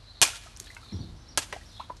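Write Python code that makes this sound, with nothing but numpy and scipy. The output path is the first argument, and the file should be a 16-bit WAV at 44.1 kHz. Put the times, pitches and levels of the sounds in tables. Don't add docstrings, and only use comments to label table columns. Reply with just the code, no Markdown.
import sys
import numpy as np
from scipy import signal
from scipy.fft import rfft, irfft
from scipy.io import wavfile
from scipy.ndimage import uniform_filter1d

SR = 44100
rng = np.random.default_rng(int(sys.argv[2]) if len(sys.argv) > 2 else 0)


def unload_wav(signal):
    wavfile.write(
        sys.argv[1],
        SR,
        np.round(np.clip(np.atleast_2d(signal).T, -1, 1) * 32767).astype(np.int16),
    )


N = 88200
T, HZ = np.arange(N) / SR, np.fft.rfftfreq(N, 1 / SR)
ATTACK_S = 0.000474


def amp(db):
    return 10 ** (np.asarray(db) / 20)


def unit(x):
    return x / np.sqrt(np.mean(x ** 2) + 1e-20)


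def curve_at(points, hz):
    f, value = np.transpose(points)
    return np.interp(np.log(hz + 1), np.log(f + 1), value)


def noise(db):
    return unit(irfft(rfft(rng.standard_normal(N)) * amp(db), N))


def drift(hz):
    return noise(-20 * np.log10(1 + (HZ / hz) ** 4))


def tone(hz):
    return np.sin(2 * np.pi * np.cumsum(hz) / SR)


def swell(start, rise, t60):
    t, rise = T - start, max(rise, 1 / SR)
    onset = np.sin(np.pi / 2 * np.clip(t / rise, 0, 1))
    return onset * np.exp(-np.log(1000) * np.maximum(t - rise, 0) / t60)


def resonate(x, hz, width):
    phasor = np.exp(2j * np.pi * np.cumsum(hz * np.ones(N)) / SR)
    pole = np.exp(-np.pi * abs(width) / SR)
    return 2 * (phasor * signal.lfilter([1 - pole], [1, -pole], x / phasor + 1e-18)).real


def reverberation(x, t60_scale=1):
    # f/Hz, t60/s
    decay_times = [(100, 0.21), (600, 0.53), (2000, 0.81), (5000, 0.49), (8000, 0.5), (12000, 0.6)]
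    hz, t, spectra = signal.stft(rng.standard_normal(SR), SR, nperseg=256)
    t60 = t60_scale * curve_at(decay_times, hz)[:, None]
    tail = signal.istft(spectra * np.exp(-np.log(1000) * t / t60), SR)[1]
    tail *= np.minimum(np.arange(len(tail)) / SR / 0.0046, 1)
    return signal.fftconvolve(x, tail / np.linalg.norm(tail))[:N]


def rumble_and_air():
    # t/s, relative level/dB
    rumble_swell = [(0., -4.5), (.85, 0.5), (1.2, 2), (1.45, 3), (2., -0.5)]
    # f/Hz, relative density/dB
    rumble_spectrum = [(28, -15.5), (45, -2.5), (80, -3.5), (125, -9), (170, -12), (260, -12.5),
                       (450, -23.5), (1500, -29.5), (5000, -88)]
    # f/Hz, relative density/dB
    air_spectrum = [(100, -18.5), (600, -0.5), (1500, -3), (2600, -7.5), (4200, -1), (7000, -14.5),
                    (11000, -19.5), (12000, -27), (12500, -45)]
    rumble = amp(-56 + np.interp(T, *np.transpose(rumble_swell))) * noise(curve_at(rumble_spectrum, HZ))
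    air = amp(-59.5 + 0.45 * drift(5.8)) * noise(curve_at(air_spectrum, HZ))
    return rumble + air


def engine():
    # f/Hz, level/dB
    partials = [(46.4, -57), (101.7, -60), (73, -61.5), (114.5, -64.5)]
    flutter_db, waver = 1.5, 0.0306
    return sum(amp(db + flutter_db * drift(19)) * unit(tone(hz * (1 + waver * drift(5.53))))
               for hz, db in partials)


def warble(hz, width, rate_hz=110):
    pitch = hz + width / 2 * np.tanh(drift(rate_hz))
    return np.maximum(drift(rate_hz), 0) * tone(pitch)


def birds():
    # t/s, level/dB
    calls = [(0.903, -58.5), (1.261, -57.5), (1.634, -62.5)]
    # t/s from its start, f/Hz, relative level/dB
    contour = [(0, 3900, -2), (.009, 4100, 0), (.014, 5050, -16), (.033, 5750, 9), (.046, 5600, -19),
               (.056, 5000, 3), (.067, 3900, -2)]
    # t/s, duration/s, level/dB, starting f/Hz, held f/Hz
    notes = [(0.045, 0.086, -58, 4050, 4060), (0.867, 0.074, -58, 4080, 4120),
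             (0.961, 0.053, -59.5, 5700, 5700), (1.001, 0.021, -54, 3700, 4580),
             (1.324, 0.015, -56.5, 5700, 5570), (1.76, 0.026, -56, 3500, 3420),
             (1.791, 0.022, -58.5, 4100, 4080)]
    # t/s, duration/s, level/dB, starting f/Hz, final f/Hz, bandwidth/Hz
    twitters = [(0., 0.42, -56.5, 4400, 3514, 915), (0.619, 0.15, -57, 3946, 4300, 905),
                (0.795, 0.21, -56, 4216, 3547, 869), (0.966, 0.16, -58.5, 4000, 3944, 882),
                (1.144, 0.11, -64.5, 5350, 5930, 1120), (1.327, 0.11, -62, 5050, 4800, 1100),
                (1.641, 0.15, -64, 5850, 4880, 1105), (1.684, 0.18, -54.5, 4090, 3465, 930)]
    slide_s, waver, flutter, t60_scale = 0.0051, 0.02, 0.97, 0.345
    song, blur = np.zeros(N), np.zeros(N)
    call_s, call_hz, call_db = np.transpose(contour)
    for start, db in calls:
        envelope = np.interp(T - start, call_s, amp(db + call_db), left=0, right=0)
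        song += uniform_filter1d(envelope, size=128) * tone(np.interp(T - start, call_s, call_hz))
    for start, length, db, start_hz, held_hz in notes:
        t = np.clip(T - start, 0, length)
        pitch = (held_hz + (start_hz - held_hz) * np.exp(-t / slide_s)) * (1 + waver * drift(150))
        song += amp(db) * np.sin(np.pi * t / length) * (1 + flutter * drift(90)) * tone(pitch)
    for start, length, db, start_hz, end_hz, width in twitters:
        progress = np.clip((T - start) / length, 0, 1)
        pitch = start_hz + (end_hz - start_hz) * progress
        voices = sum(warble(pitch, width) for voice in range(6))
        blur += amp(db) * np.sqrt(abs(np.sin(np.pi * progress))) * unit(voices)
    song += amp(1.5) * reverberation(song, t60_scale)
    return song + (blur + reverberation(blur, t60_scale)) / np.sqrt(2)


def bursts():
    # t/s, level/dB, t60/s, treble tilt/(dB/octave), low cut f/Hz
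    rips = [(.2159, -13.5, 0.094, 0.7, 299), (0.2252, -13.5, 0.06, -1, 303), (0.23, -18.5, 0.081, 2, 399),
            (1.3748, -18, 0.076, -1.5, 110)]
    # f/Hz, relative density/dB
    rattle_spectrum = [(30, -52.5), (60, -12), (240, -6.5), (520, -10), (720, -4.5), (1000, -2), (1700, -8),
                       (2700, -2), (4800, -4), (6200, -2), (8300, -2.5), (10000, -8), (11400, -5),
                       (12500, -29)]
    # f/Hz, bandwidth/Hz, gain/dB
    ring_peaks = [(960, 140, -8), (1647, 52, 3), (2455, 80, -7.5), (3340, 76, -2), (4417, 56, 4.5),
                  (6160, 60, -4), (7040, 26, 2.5), (8220, 68, 3)]
    snap_s, crack_s, push_s = 0.00046, 0.00005, 0.0012
    treble_octaves = np.log2(1 + HZ / 460)
    out = np.zeros(N)
    for start, db, t60, tilt_db, low_hz in rips:
        t = np.maximum(T - start, 0)
        envelope = swell(start, ATTACK_S, t60) * (1 + amp(6) * np.exp(-t / snap_s))
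        hiss = noise(curve_at(rattle_spectrum, HZ) + tilt_db * treble_octaves)
        low_cut = signal.butter(2, low_hz, "high", fs=SR, output="sos")
        rattle = signal.sosfilt(low_cut, envelope * hiss)
        crack_time, push_time = (T - start - ATTACK_S) / crack_s, t / push_s
        crack = amp(12.5) * 2 * crack_time * np.exp(-crack_time ** 2)
        push = amp(-6.5) * push_time * (2 - push_time) * np.exp(-push_time)
        out += amp(db) * (crack + push + rattle)
    return out + sum(amp(db) * resonate(out, hz, width) for hz, width, db in ring_peaks)


def spray():
    # t/s, level/dB, rise/s, t60/s
    showers = [(0.24, -29.5, 0.02, 0.23), (0.337, -43, 0.031, 0.064), (0.399, -53.5, 0.047, 0.83),
               (1.408, -38, 0.024, 0.084), (1.47, -51.5, 0.082, 0.44)]
    # f/Hz, relative density/dB
    spectrum = [(200, -17.5), (700, -9), (2500, -2.5), (6000, -3.5), (9000, -10), (12000, -19)]
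    drops_per_s, spread_db = 9000, 1.8
    impacts = rng.standard_normal(N) * amp(spread_db * np.minimum(rng.exponential(1, N), 4))
    drops = impacts * (rng.random(N) < drops_per_s / SR)
    patter = unit(irfft(rfft(drops) * amp(curve_at(spectrum, HZ)), N))
    return patter * sum(amp(db) * swell(start, rise, t60) for start, db, rise, t60 in showers)


def bubbles():
    # t/s, starting f/Hz, level/dB, rise/s, t60/s, glide/(octaves/s)
    plips = [(0.248, 2470, -24.5, 0.0046, 0.02, -3), (.28, 671, -39, 0.0039, 0.06, 35.5),
             (.332, 1366, -39.5, 0.0033, 0.057, 4), (.46, 674, -45, 0.0049, 0.012, 11),
             (.468, 1270, -45, 0.0045, 0.039, -3), (.5643, 5530, -35, 0.00054, 0.0068, 78),
             (0.6692, 1745, -48, 0.00079, 0.029, -2), (0.7026, 1905, -34.5, 0.0004, 0.035, 16),
             (.828, 1265, -45, 0.0072, 0.03, 9), (1.5256, 1920, -27, 0.0029, 0.013, 1),
             (1.5281, 1025, -29, 0.00069, 0.016, 4), (1.529, 409, -42, 0.0015, 0.066, 7),
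             (1.5625, 709, -32.5, 0.0028, 0.021, 18), (1.611, 1884, -48.5, 0.0045, 0.033, 3),
             (1.796, 730, -31.5, 0.0088, 0.037, 54), (1.897, 1000, -29, 0.0067, 0.03, -0.5)]
    glide_s, jitter_octaves, roughness = 0.016, 0.042, 0.27
    out = np.zeros(N)
    for start, hz, db, rise, t60, glide in plips:
        pitch = hz * 2 ** (glide * np.clip(T - start, 0, glide_s) + jitter_octaves * drift(300))
        envelope = amp(db) * swell(start, rise, t60) * (1 + roughness * drift(330))
        out += envelope * tone(pitch * (T >= start))
    return out


def grit():
    # t/s, level/dB, rise/s, t60/s
    spells = [(.55, -56.5, 0.087, 2), (1.55, -63, 0.19, 1.7)]
    ticks_per_s = 1600
    ticks = rng.standard_normal(N) * (rng.random(N) < ticks_per_s / SR)
    envelope = sum(amp(db) * swell(start, rise, t60) for start, db, rise, t60 in spells)
    return envelope * unit(resonate(ticks, hz=4940, width=5200))


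def clicks():
    # t/s, level/dB, centre f/Hz, bandwidth of each filter pass/Hz, t60/s
    contacts = [(0.5722, -37, 8100, 5500, 0.0085), (0.6, -26.5, 6150, 3230, 0.0067),
                (0.5976, -47, 6540, 4960, 0.035), (0.604, -52.5, 306, 215, 0.092),
                (0.643, -49.5, 6150, 7000, 0.05), (.669, -49, 2660, 2180, 0.076),
                (.748, -42, 6260, 3130, 0.0098), (1.526, -31.5, 2320, 2740, 0.047),
                (1.532, -36.5, 570, 455, 0.076), (1.796, -51.5, 2460, 2830, 0.24),
                (1.899, -37.5, 610, 610, 0.053), (1.967, -53, 5470, 3560, 0.068)]
    out = np.zeros(N)
    for start, db, hz, width, t60 in contacts:
        puff = swell(start, 0.00024, t60) * rng.standard_normal(N)
        squelch = resonate(resonate(puff, hz, width), hz, width)
        out += amp(db) * np.std(puff) * unit(squelch)
    return out


def froth():
    count, first_s, span_s, low_hz, high_hz = 22, 0.74, 0.23, 950, 2600
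    out = np.zeros(N)
    for when, smallness, strength in rng.random((count, 3)):
        start = first_s + span_s * when
        hz = low_hz * (high_hz / low_hz) ** smallness
        out += 2 * strength * swell(start, ATTACK_S, t60=0.022) * np.sin(2 * np.pi * hz * (T - start))
    return amp(-55.5) * out


def squeak():
    # f/Hz, relative level/dB, t60/s
    modes = [(941, -10.5, 0.11), (1510, 1, 0.015), (2165, -2, 0.035), (2600, -4, 0.029)]
    start, level_db = 0.7665, -35.5
    return sum(amp(level_db + db) * swell(start, ATTACK_S, t60) * np.sin(2 * np.pi * hz * (T - start))
               for hz, db, t60 in modes)


def buffeting():
    # t/s, level/dB, rise/s, t60/s, frequency ratio
    puffs = [(.914, -40.5, .022, 0.36, 1.4), (0.974, -41.5, 0.031, 0.22, 1.3),
             (1.029, -43.5, 0.018, 0.8, 0.72)]
    # f/Hz, relative density/dB
    spectrum = [(20, -42), (45, -8.5), (90, -9), (135, -12.5), (180, -11.5), (260, -18), (400, -29),
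                (700, -33), (1500, -47), (4000, -76)]
    # f/Hz, bandwidth/Hz, gain/dB
    case_modes = [(214, 36, -2.5), (329.4, 13, 5.5)]
    # t/s, level/dB, rise/s, t60/s, starting f/Hz
    booms = [(.917, -32.5, 0.019, 0.14, 224), (0.927, -28.5, 0.032, 0.21, 105.8),
             (1.002, -28.5, 0.006, 0.093, 115)]
    sag_octaves_per_s = 7.4
    out = sum(amp(db) * swell(start, rise, t60) * noise(curve_at(spectrum, HZ / ratio))
              for start, db, rise, t60, ratio in puffs)
    out += sum(amp(db) * resonate(out, hz, width) for hz, width, db in case_modes)
    for start, db, rise, t60, hz in booms:
        pitch = hz * 2 ** (-sag_octaves_per_s * np.maximum(T - start, 0))
        out += amp(db) * swell(start, rise, t60) * tone(pitch * (T >= start))
    return out


def scene():
    pops = bursts()
    wet = bubbles() + froth() + clicks() + squeak() + grit()
    echo = amp(-18.5) * reverberation(pops) + amp(-10.5) * reverberation(wet, t60_scale=0.22)
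    return (pops + wet + echo + spray() + buffeting() + engine() + birds() + rumble_and_air())[None]


def record(dry):
    low_cut = signal.butter(3, 28, "high", fs=SR, output="sos")
    band_limit = signal.firwin(301, 12150, window=("kaiser", 8), fs=SR)
    saturated = np.tanh(signal.sosfilt(low_cut, dry))
    return signal.oaconvolve(saturated, band_limit[None], "same")


dry = scene()
out = record(dry)
unload_wav(out)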